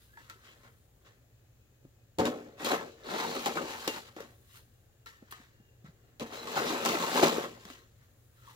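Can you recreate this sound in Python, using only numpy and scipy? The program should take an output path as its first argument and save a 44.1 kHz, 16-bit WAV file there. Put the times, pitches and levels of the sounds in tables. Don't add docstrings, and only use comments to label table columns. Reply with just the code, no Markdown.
import sys
import numpy as np
from scipy import signal
from scipy.fft import rfft, irfft, next_fast_len
from scipy.io import wavfile
from scipy.ndimage import uniform_filter1d, map_coordinates

SR = 44100
rng = np.random.default_rng(int(sys.argv[2]) if len(sys.argv) > 2 else 0)


def pcm_store(signal):
    levels = np.round(np.clip(np.atleast_2d(signal), -1, 1) * 32767)
    wavfile.write(sys.argv[1], SR, levels.astype(np.int16).T)


def ratio_of_db(decibels):
    return 10 ** (np.asarray(decibels, float) / 20)


N = 377055
M = next_fast_len(N + 8192)
HZ = np.fft.rfftfreq(8192, 1 / SR)
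FULL_HZ = np.fft.rfftfreq(M, 1 / SR)
LAG_SAMPLES = 9.35


def unit(x):
    return x / np.sqrt(np.mean(x ** 2) + 1e-20)


def along(points, hz):
    f, v = np.transpose(points)
    return np.interp(np.log(hz + 1), np.log(f + 1), v)


def wobble(rate_hz):
    knot = np.arange(0, N + 64, 64) * min(rate_hz, 400) / SR
    slow = map_coordinates(rng.standard_normal(4000), [knot])
    return np.interp(np.arange(N), np.arange(len(slow)) * 64, slow)


def causal(gain):
    floored = np.maximum(gain / np.sqrt(np.mean(gain ** 2)), 1e-6)
    cepstrum = irfft(np.log(floored))
    half = len(cepstrum) // 2
    cepstrum[1:half] *= 2
    cepstrum[half + 1:] = 0
    return rfft(irfft(np.exp(rfft(cepstrum))), M)


def radiate(force, gain, alike, lag_samples):
    turn = np.arccos(np.clip(along(alike, FULL_HZ), -1, 1)) / 2
    a, b = rfft(force, M) * causal(gain) * [np.cos(turn), np.sin(turn)]
    ramp = np.exp(-1j * np.pi * FULL_HZ * lag_samples / SR)
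    return irfft([(a + b) * ramp, (a - b) / ramp], M)[:, :N]


def swell(s, peak_s, rise_s, fall_s):
    return -20 * np.maximum((peak_s - s) / rise_s, (s - peak_s) / fall_s)


def add_note(out, s, hz, db, t60_s, rise_s, rough):
    t = np.arange(round(min(t60_s, 1) * SR)) / SR
    wander = rough * np.cumsum(rng.standard_normal(len(t)))
    note = np.sin(2 * np.pi * hz * t + wander) * (1 - np.exp(-t / rise_s))
    out[round(s * SR):][:len(t)] += ratio_of_db(db - 60 * t / t60_s) * note


# (frequency [Hz], density [dB per Hz])
SCOOP_COLOUR = [(60, -49), (120, -11.5), (240, -4), (330, 4), (390, 4.5), (470, -2), (700, -4), (820, -3.5),
                (1100, -43.5), (2000, -81)]
CRUNCH_COLOUR = [(400, -62.5), (650, -16), (800, -9), (1100, -6), (1250, -5), (2100, -10.5), (2400, -14),
                 (3200, -31.5), (6000, -100)]
RUSTLE_COLOUR = [(500, -70), (850, -9), (1200, -2), (2000, 0), (2400, -12), (4000, -80)]
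EDGE_COLOUR = [(1200, -59.5), (1900, -21), (2250, -7), (3000, -3), (4100, -4), (5000, -8), (6300, -8.5),
               (7300, -9), (8000, -17), (9000, -36.5), (13000, -89.5)]
POWDER_COLOUR = [(5000, -69.5), (7400, -13.5), (8100, -0.5), (10000, 3.5), (13400, 4.5), (14500, 1),
                 (15500, 5), (17000, -26.5)]
# (frequency [Hz], width [Hz], level [dB])
BLADE_MODES = [(176, 40, 3.5), (238.3, 22, 9.5), (389, 4.1, -6.5), (460, 11, 11), (552.6, 72, 5.5),
               (721, 13, -0.5), (884.4, 46, 8), (1068, 93, -2), (1314, 9, -1), (1730, 13, -13.5),
               (2695, 58, -5.5), (4030, 130, -11)]
# (frequency [Hz], left-right likeness [1])
NEAR_LIKENESS = [(60, 0.32), (150, 0.97), (300, 1), (640, 0.46), (1400, 0.79), (3000, 0.19), (7000, 0.17),
                 (15000, 0.067)]


def shovel():
    slide_s = np.arange(0, N / SR, .002)
    time_s = hushed_time()
    scoop, crunch, edge, powder = [np.interp(time_s, slide_s, c) for c in sliding(slide_s)]
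    judder = wobble(13)
    coarse = grains(per_s=700, spread_db=1.2, life_s=0.003)
    fine = grains(per_s=3000, spread_db=.8, life_s=0.001)
    modes = sum(ratio_of_db(db) / (1 + (2 * (HZ - mid) / width) ** 2) for mid, width, db in BLADE_MODES)
    panels = 1 + 1.07 * modes
    shaking = patchy(depth_db=2.1)
    loaded = 1 / (1 + (ratio_of_db(-64.0) / scoop) ** 2)
    light = 1 - loaded

    scoop_slide = scoop * ratio_of_db(0.2 * judder + 1.3 * wobble(40)) * coarse
    grit = crunch * ratio_of_db(0.23 * judder + .9 * wobble(40)) * coarse
    edge_slide = edge * ratio_of_db(0.56 * judder + 0.47 * wobble(50)) * fine
    powder_slide = powder * ratio_of_db(0.29 * judder + .4 * wobble(90)) * fine

    knock = ratio_of_db(-11.0) * blows(1, 1.1, 1.5)
    scoop_knock = ratio_of_db(-14.5) * blows(2, 0.71, -12)
    edge_knock = ratio_of_db(-3.0) * blows(3, 0.76, 7.7)
    powder_knock = ratio_of_db(-24.0) * blows(3, 1.0, 12.0)

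    parts = [
        (SCOOP_COLOUR, scoop_slide, scoop_knock, snaps(2, 5.6)),
        (CRUNCH_COLOUR, grit * np.sqrt(loaded), knock * loaded, np.sqrt(loaded) * snaps(1, 3)),
        (RUSTLE_COLOUR, grit * np.sqrt(light), knock * light, np.sqrt(light) * snaps(1, 2.2)),
        (EDGE_COLOUR, edge_slide, edge_knock, snaps(3, 6)),
        (POWDER_COLOUR, powder_slide, powder_knock, snaps(3, -4.5))]
    out = 0
    for colour, slide, hit, push in parts:
        force = np.sqrt(slide ** 2 + hit) * shaking + push
        out = out + radiate(force, ratio_of_db(along(colour, HZ)) * panels, NEAR_LIKENESS, LAG_SAMPLES)
    return out


def hushed_time():
    time_s = np.arange(N) / SR
    landings_s, landing_hold_s, hold_s = [2.186, 6.197], .09, .026
    hits = sorted(row[0] for row in KNOCKS)
    for last, hit in zip([0] + hits, hits):
        if hit - last > .03:
            start = hit - (landing_hold_s if hit in landings_s else hold_s)
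            time_s[(time_s > start) & (time_s < hit)] = start
    return time_s


def grains(per_s, spread_db, life_s):
    chance, size = rng.random((2, N))
    breaks = (chance < per_s / SR) * ratio_of_db(-spread_db * np.log(1 - size))
    power = signal.lfilter([1], [1, -np.exp(-1 / (life_s * SR))], breaks ** 2)
    return unit(np.sqrt(np.abs(power) + 1e-9))


def patchy(depth_db):
    z = signal.stft(rng.standard_normal((2, N)), nperseg=1024)[2]
    field = uniform_filter1d(rng.standard_normal(z.shape[1:]), size=3, axis=0)
    field = uniform_filter1d(field, size=6, axis=1)
    return unit(signal.istft(z * ratio_of_db(depth_db * unit(field)), nperseg=1024)[1][:, :N])


# (time [s], pressure [dB], brightness [dB])
PUSHES = [
    [(2.57, -66.5, -1), (2.605, -47, 0), (2.665, -31.5, 1), (2.688, -43, 0.5), (2.718, -31.5, -1.5),
     (2.75, -36, -3), (2.78, -44, -5.5), (2.9, -62, -4.5)],
    [(2.98, -70, -3), (3.1, -40, -3.5), (3.19, -40, -2.5), (3.31, -41.5, -2), (3.43, -45.5, 6),
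     (3.62, -45, -4), (3.86, -49, 9), (3.98, -46, 7), (4.03, -64, 11)],
    [(6.28, -61, -10), (6.34, -46.5, 4.5), (6.42, -48, 0), (6.55, -40.5, 1), (6.8, -41, -2.5),
     (7.1, -40.5, 5), (7.34, -39, -0.5), (7.45, -49, 6), (7.57, -76, 0)],
]
# (peak time [s], level [dB], brightness [dB], rise [s], fall [s])
SURGES = [(2.2, -30, -8.5, 0.012, 0.048), (2.271, -34, -5.5, 0.028, 0.061),
          (2.34, -53.5, -15.5, 0.098, 0.23), (2.32, -57.5, 2.5, .05, 0.26), (3.2, -37.5, -0.5, .06, .06),
          (3.25, -45, -4.5, 0.028, .06), (3.305, -41.5, -2, 0.046, .06), (3.365, -40, -1, 0.061, 0.03),
          (3.71, -47.5, 4, .06, .08), (3.47, -34, 0, 0.049, 0.066), (3.57, -39, -4, 0.059, 0.071),
          (3.88, -38.5, 4, 0.025, 0.068), (4.17, -52, -4, 0.025, 0.16), (4.21, -53.5, 2.5, 0.056, 0.1),
          (6.222, -41, -2.5, 0.04, 0.046), (6.27, -53, 3.5, 0.044, .15), (4.08, -58, 4, 0.13, 0.062),
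          (6.571, -33, -2, 0.028, 0.21), (6.7, -37, 1, 0.12, 0.2), (6.86, -33.5, 4, 0.061, 0.14),
          (6.9, -38, 5.5, 0.041, 0.084), (6.949, -34, -3.5, 0.092, 0.086), (7.021, -36, -0.5, 0.062, 0.11),
          (7.171, -28, -1.5, 0.13, 0.22), (7.239, -22.5, -4, 0.06, 0.04), (7.38, -44, -7.5, 0.13, 0.0795),
          (7.72, -54, 5.5, 0.28, 0.13)]
# (peak time [s], level [dB], brightness [dB], rise [s], fall [s])
PATTER = [(.02, -74.5, 15.5, 0.11, .3), (.19, -62, -0.5, 0.06, 0.49), (.31, -58.5, 4.5, 0.075, .08),
          (.45, -58.5, -2, 0.055, 0.27), (.645, -57, -7.5, 0.053, 0.097), (1.07, -59, -4, 0.058, 0.12),
          (.53, -65, 1, 0.073, .06), (4.57, -62.5, 14, 0.14, 0.075), (5.07, -56, 4.5, 0.018, 0.13),
          (5.313, -62, 22.5, .01, 0.026), (5.42, -65.5, -5, .1, 0.18), (6.05, -73, -12.5, 0.21, .4),
          (5.335, -54, 0, 0.082, 0.16), (8.03, -72, 4, 0.09, 0.16), (5.86, -60, -3.5, 0.026, 0.084),
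          (8.5, -61, 6.5, 0.17, 0.17)]
# (time [s], level [dB])
DRIFT = [(0, -76), (.7, -75), (1.24, -86), (1.85, -86), (2.1, -93), (4.4, -74), (5.6, -94), (7.9, -83.5),
         (8.55, -71.5)]
# (level over pressure [dB], slope [dB per dB brightness])
LOADED = [(-1.1, -0.67), (-0.5, 0.01), (-4, 0.58), (-14, 0.76)]
EMPTY = [(-9, -0.81), (-1.3, 0.12), (-3, 0.54), (-16, 1.33)]
# (level [dB], t60 [s])
PORCH = [(-7.5, 0.67), (-14.5, 0.62), (-12, 0.78), (-10.5, 0.55)]
IDLE_DB = [-75, -92, -83]


def sliding(s):
    def answer(law, db, bright_db):
        return ratio_of_db([db + over + slope * bright_db for over, slope in law]) ** 2

    power = 0
    for push in PUSHES:
        t, db, bright_db = np.transpose(push)
        power = power + answer(LOADED, np.interp(s, t, db, -200, -200), np.interp(s, t, bright_db))
    for law, bursts in [(LOADED, SURGES), (EMPTY, PATTER)]:
        for peak_s, db, bright_db, rise_s, fall_s in bursts:
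            power = power + answer(law, db + swell(s, peak_s, rise_s, fall_s), bright_db)

    lingering = []
    for p, (db, t60_s) in zip(power, PORCH):
        keep = ratio_of_db(-120 * (s[1] - s[0]) / t60_s)
        lingering.append(p + ratio_of_db(db) ** 2 * signal.lfilter([1 - keep], [1, -keep], p))

    settle_db, settle_s = -27.5, 0.077
    settle = sum(ratio_of_db(db + settle_db + swell(s, at, 0.015, settle_s)) ** 2 for at, db, hz, t60_s in THUDS)
    drift = ratio_of_db(np.interp(s, *np.transpose(DRIFT))) ** 2
    idle = [ratio_of_db(db) ** 2 for db in IDLE_DB] + [drift]
    total = [p + i for p, i in zip(lingering, idle)]
    total[0] = total[0] + settle
    return np.sqrt(total)


# (time [s], peak [dB], scoop [dB], edge [dB], ring frequency [Hz])
BLADE_KNOCKS = [(2.186, -30, 4, -8, 308), (2.193, -32, 2, -14, 430), (2.254, -29, 1, -6.5, 301),
                (2.698, -36, 2, -8, 700), (2.716, -32, 6, -6, 780), (3.182, -38, -4, -8, 1070),
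                (3.24, -35, 0, -12, 920), (3.553, -43, 7, -14, 441), (3.627, -42, 6, -14, 300),
                (3.459, -24, 0.5, -10, 804), (3.571, -27.5, -9, -34, 1254), (3.877, -29, -6, -2.5, 559),
                (3.961, -44, 7, -11, 945), (6.197, -43.5, 3, -1, 600), (6.207, -40, 5, -10, 480),
                (6.472, -41, -3, -8, 1100), (6.556, -30, -13.5, -18.5, 809), (6.85, -27, -5, -7.5, 810),
                (6.859, -23, -17, -9, 780), (6.888, -26, -11.5, -7, 349), (6.932, -34, 0, -10, 700),
                (7.024, -32, -5.5, -10, 1130), (7.226, -22.5, 4.5, -16.5, 389.5),
                (7.173, -26, -5, -12, 1000), (7.335, -38, 5, -15, 471), (7.448, -50, 5, -12, 396)]
TAPS = [
    (0.172, -46, -17, -20.5, 930),
    (0.298, -41.5, -27, -6.5, 1330),
    (0.633, -59, 3, -9, 1055),
    (1.047, -66, -9, -19, 1330),
    (4.164, -44.5, 6, -11.5, 293),
    (4.204, -45, 3.5, -7, 440),
    (5.06, -50, -20, -3, 1358),
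    (5.323, -46, -25, -6, 1104),
    (7.652, -47, 1.5, -5.5, 202),
    (7.701, -45.5, 2, -9, 247),
]
DRY_KNOCKS = [
    (2.646, -42, -8, 0.5, 542),
    (3.042, -50, 7, -14, 449),
    (3.138, -39.5, 1, -8, 460),
    (3.353, -42, 4.5, -2.5, 460),
    (3.877, -41.5, 0.5, 2, 547),
    (5.309, -57, -8, 1, 199),
    (7.148, -34.5, 6, -10, 393),
    (7.283, -37, -15, 1.5, 501),
    (7.295, -37, -7, 0, 520),
    (7.382, -39.5, 6, -22, 383),
]
BLADE_T60_S, TAP_T60_S, DRY_T60_S = 0.075, 0.059, 0.057
KNOCK_KINDS = [(BLADE_KNOCKS, BLADE_T60_S), (TAPS, TAP_T60_S), (DRY_KNOCKS, DRY_T60_S)]
KNOCKS = [(*row, t60_s) for rows, t60_s in KNOCK_KINDS for row in rows]


def knock_db(row, column):
    return row[1] + (row[column] if column > 1 else 0)


def blows(column, speed, crack_db):
    power = np.zeros(N + SR)
    t = np.arange(SR // 4) / SR
    crack = ratio_of_db(crack_db - 60 * t / 0.0099) ** 2
    for row in KNOCKS:
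        shudder = ratio_of_db(-60 * t * speed / row[5]) ** 2
        power[round(row[0] * SR):][:len(t)] += ratio_of_db(knock_db(row, column)) ** 2 * (shudder + crack)
    return power[:N]


def snaps(column, click_db):
    push = np.zeros((2, N))
    for row in KNOCKS:
        dryness = (0.05 / row[5]) ** 2
        push[0, round(row[0] * SR) + 40] = ratio_of_db(knock_db(row, column) + click_db) * dryness
    return push


# (time [s], frequency [Hz], level [dB], t60 [s])
BLADE_RING = [(2.19, 235, -30, 0.52), (2.19, 297, -30, 0.58), (2.19, 440, -29.5, 0.59),
              (2.255, 510, -34.5, .5), (2.225, 565, -29, .25), (2.19, 325, -22, 0.079),
              (2.26, 340, -34, .3), (2.255, 250, -30.5, .35), (2.2, 130, -36.5, 0.39),
              (2.195, 190, -31, .3), (2.19, 745, -29.5, .3), (2.19, 880, -33, 0.16),
              (2.19, 1020, -30.5, 0.14)]
# (time [s], frequency [Hz], level [dB], t60 [s])
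POPS = [(2.192, 396, -15, 0.02), (2.2, 870, -23, .03), (3.876, 500, -17, 0.017), (4.204, 520, -31.5, .03),
        (7.382, 400, -16.5, 0.021), (3.9, 456, -25.5, .02), (7.236, 570, -12, 0.02), (3.46, 3600, -30, .02),
        (6.85, 900, -18, .015), (6.863, 1050, -21.5, .05), (3.58, 1450, -28, .05), (3.245, 920, -27.5, .06),
        (6.935, 700, -30, .04), (7.175, 950, -24.5, .05), (7.23, 800, -15.5, 0.04), (6.575, 800, -25, .06),
        (2.705, 380, -26.5, 0.087), (2.72, 280, -29, .15)]
# (time [s], frequency [Hz], level [dB], t60 [s])
OVERTONES = [(.19, 1720, -56, .2), (2.254, 3700, -34, .07), (2.647, 4300, -35, .05), (3.887, 2750, -34, .2),
             (5.325, 1250, -52, .15), (5.325, 1900, -54, .2), (1.849, 270, -46, .07),
             (5.224, 210, -47, .06), (5.224, 540, -56, .04), (3.575, 1500, -36, .08),
             (3.46, 3150, -37, .07), (3.877, 5400, -31, .03), (7.228, 660, -17, .09),
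             (2.192, 520, -19, .07), (3.877, 320, -24, .06), (6.215, 235, -32, .18), (7.229, 400, -20, .09)]


def ring_blade(out):
    for s, db, scoop_db, edge_db, hz, t60_s in KNOCKS:
        low_db = scoop_db if hz < 800 else 0
        add_note(out, s, hz, db + low_db + 0.5, 1.66 * t60_s, rise_s=0.0024, rough=0.063)
    for s, hz, db, t60_s in BLADE_RING + POPS:
        add_note(out, s, hz, db, t60_s, rise_s=.001, rough=0.018)
    for s, hz, db, t60_s in OVERTONES:
        add_note(out, s, hz, db, t60_s, rise_s=0.0013, rough=0.054)


# (time [s], peak [dB], frequency [Hz], t60 [s])
THUDS = [
    (0.96, -47.5, 62, 0.12),
    (1.846, -44, 136, 0.092),
    (2.184, -19.5, 300, 0.049),
    (5.224, -39, 260, 0.035),
    (5.399, -46, 248, 0.05),
    (5.6, -43, 210, 0.032),
    (2.19, -36.5, 90, 0.28),
    (.355, -58, 370, .1),
    (5.843, -39, 151, 0.076),
    (5.883, -40.5, 151, 0.066),
]


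def thud(out):
    for s, db, hz, t60_s in THUDS:
        add_note(out, s, hz, db + 0.5, t60_s, rise_s=0.0019, rough=0.038)


# (time [s], frequency [Hz], level [dB])
TICKS = [(2.596, 3760, -41), (2.646, 9300, -30.5), (2.697, 3950, -31.5), (3.035, 3880, -48),
         (3.067, 3950, -41), (3.137, 3620, -37), (3.21, 3420, -38), (3.351, 4240, -35), (3.452, 4110, -35),
         (3.573, 1300, -26.5), (3.7, 4100, -42), (3.962, 4800, -40), (5.324, 1210, -38),
         (5.324, 3300, -45.5), (6.314, 3280, -44.5), (6.335, 4040, -42), (6.562, 3600, -36),
         (6.677, 4120, -33), (6.815, 3140, -38.5), (6.85, 3700, -26.5), (6.85, 5380, -28),
         (6.86, 5900, -28.5), (6.888, 4200, -30), (6.896, 3600, -32), (7.016, 6000, -32.5),
         (7.175, 3400, -29.5), (7.188, 3000, -31), (7.2, 3310, -31), (7.228, 3910, -24.5),
         (7.282, 4810, -28.5), (7.291, 2970, -29), (7.688, 3920, -48), (7.711, 2800, -44),
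         (3.877, 5300, -26.5)]


def tick(out):
    t60_s, upper_ratio, upper_db = .016, 1.45, -5.5
    for s, hz, db in TICKS:
        add_note(out, s, hz, db, t60_s, rise_s=.0003, rough=.2)
        add_note(out, s, hz * upper_ratio, db + upper_db, t60_s, rise_s=.0003, rough=.2)


# (time [s], frequency [Hz], level [dB], t60 [s])
RATTLES = [(5.059, 1355, -42.5, 0.094), (5.066, 1865, -45, .12), (5.09, 1830, -57, .5),
           (5.09, 1340, -60, .35), (5.062, 920, -53, .12), (5.064, 3935, -49, .1), (5.068, 4400, -54, .1),
           (.171, 1670, -42, 0.1), (3.574, 1480, -30, .07), (5.321, 1790, -41, 0.099),
           (5.345, 1250, -54, .15), (5.853, 1320, -55, .12), (6.214, 1020, -39, 0.093)]


def rattle(out):
    for s, hz, db, t60_s in RATTLES:
        add_note(out, s, hz, db, t60_s, rise_s=.004, rough=.015)


# (start [s], end [s], start frequency [Hz], end frequency [Hz], level [dB])
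SINGING = [
    (2.585, 2.63, 3700, 3530, -46),
    (2.69, 2.75, 4090, 3900, -39.5),
    (3.17, 3.27, 3620, 4100, -51),
    (6.32, 6.47, 4090, 4000, -55),
    (6.67, 6.73, 4300, 4220, -46),
    (6.85, 6.95, 2650, 2500, -46),
    (8.45, 8.55, 1080, 930, -60.5),
]
WHISTLES = [
    (3.03, 3.42, 4000, 4200, -50),
    (6.6, 6.76, 4720, 6200, -52),
    (0.4, .56, 3400, 2800, -64.5),
    (.44, .6, 2240, 2100, -70),
    (1.04, 1.13, 3300, 3200, -71),
    (7.6, 7.63, 3940, 3970, -60),
    (.43, .55, 2900, 2600, -62),
]
CREAKS = [
    (0.085, 0.18, 1570, 1730, -66),
    (0.3, 0.41, 1330, 1300, -69),
    (3.1, 3.3, 890, 1100, -50.5),
    (.24, 0.3, 1330, 1270, -71),
    (.63, .71, 1400, 1420, -70),
    (5.53, 5.84, 2790, 2770, -78.5),
    (4.72, 5.05, 2780, 2760, -85),
    (.43, .49, 1200, 1300, -68),
]
CHIRPS = [
    (8.37, 8.53, 1400, 1230, -67.5),
    (5.15, 5.3, 1830, 1780, -76),
    (5.3, 5.5, 1830, 1500, -78),
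]
WHINES = [
    (5.45, 5.85, 1750, 1740, -81),
    (5.86, 6.17, 2800, 2800, -85),
    (4.4, 6.15, 1600, 1740, -86),
    (1, 1.6, 2550, 2600, -88),
    (1.55, 2.1, 2500, 2500, -86),
    (1.2, 1.5, 1750, 1720, -87),
]
GLIDE_KINDS = [(CREAKS, 111.6, .019), (CHIRPS, 200, .019), (WHISTLES, 1307, .09),
               (WHINES, 220, .04), (SINGING, 350, .04)]


def squeak(out):
    for rows, width_hz, fade_s in GLIDE_KINDS:
        for start, end, hz0, hz1, db in rows:
            length_s = end - start
            t = np.arange(round(length_s * SR)) / SR
            knots = rng.standard_normal((2, 1000))
            fuzz = [map_coordinates(k, [t * min(width_hz, 1600)]) for k in knots]
            phase = 2 * np.pi * np.cumsum(np.interp(t, [0, length_s], [hz0, hz1])) / SR
            gate = np.clip(np.minimum(t, length_s - t) / fade_s, 0, 1)
            gate = gate * ratio_of_db(2.5 * map_coordinates(knots[0, ::-1], [t * 28]))
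            tone = (.5 + fuzz[0]) * np.sin(phase) + fuzz[1] * np.cos(phase)
            out[round(start * SR):][:len(t)] += ratio_of_db(db) * gate * tone


def rings():
    out = np.zeros(N + SR)
    for source in (ring_blade, thud, squeak, rattle, tick):
        source(out)
    half_lag = round(LAG_SAMPLES / 2)
    return np.array([np.roll(out[:N], half_lag), np.roll(out[:N], -half_lag)])


# (frequency [Hz], density [dB per Hz])
AIR_COLOUR = [(15, -33.5), (25, -18.5), (60, -14), (100, -9), (120, -6.5), (145, -20), (250, -26.5),
              (600, -31), (800, -37), (1400, -36.5), (1750, -35), (2100, -39.5), (5500, -43.5), (7200, -37),
              (8300, -48), (16000, -39.5)]
# (frequency [Hz], left-right likeness [1])
FAR_LIKENESS = [(25, 0.75), (60, 1), (240, 0.77), (950, 0.068), (3770, 0.45), (15000, -0.34)]
# (frequency [Hz], level [dB])
HUM = [(60, -73.5), (120, -68)]


def evening():
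    air_db = -63.5 + 0.55 * wobble(2.04)
    noise = rng.standard_normal((2, N))
    air = ratio_of_db(air_db) * radiate(noise, ratio_of_db(along(AIR_COLOUR, HZ)), FAR_LIKENESS, 4)
    t = np.arange(N) / SR
    sway_db = 3 * np.tanh(wobble(14))
    hum = sum(ratio_of_db(db + sway_db) * np.sin(2 * np.pi * hz * t + 1.65 * wobble(12)) for hz, db in HUM)
    return air + hum


# (frequency [Hz], left minus right [dB])
LEFT_LEAN = [(60, 2.5), (150, -0.5), (600, 3.5), (1500, 2), (5000, 1), (8000, 5.5), (10000, -0.3),
             (15000, 1.5)]


def scene():
    lean_db = along(LEFT_LEAN, FULL_HZ) / 2
    lowest_hz = 60
    small = (1j * FULL_HZ / (lowest_hz + 1j * FULL_HZ)) ** 2
    mix = rfft(shovel() + rings(), M) * small + rfft(evening(), M)
    return irfft(mix * ratio_of_db([lean_db, -lean_db]), M)[:, :N]


def band_limit(x):
    return signal.sosfilt(signal.butter(12, 17000, fs=SR, output="sos"), x)


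def record(dry):
    top_hz, above_db = 15850, -25.5
    band = np.where(FULL_HZ < top_hz, 1, ratio_of_db(above_db))
    kept = irfft(rfft(dry, M) * band, M)[:, :N]
    return band_limit(kept)


dry = scene()
out = record(dry)
pcm_store(out)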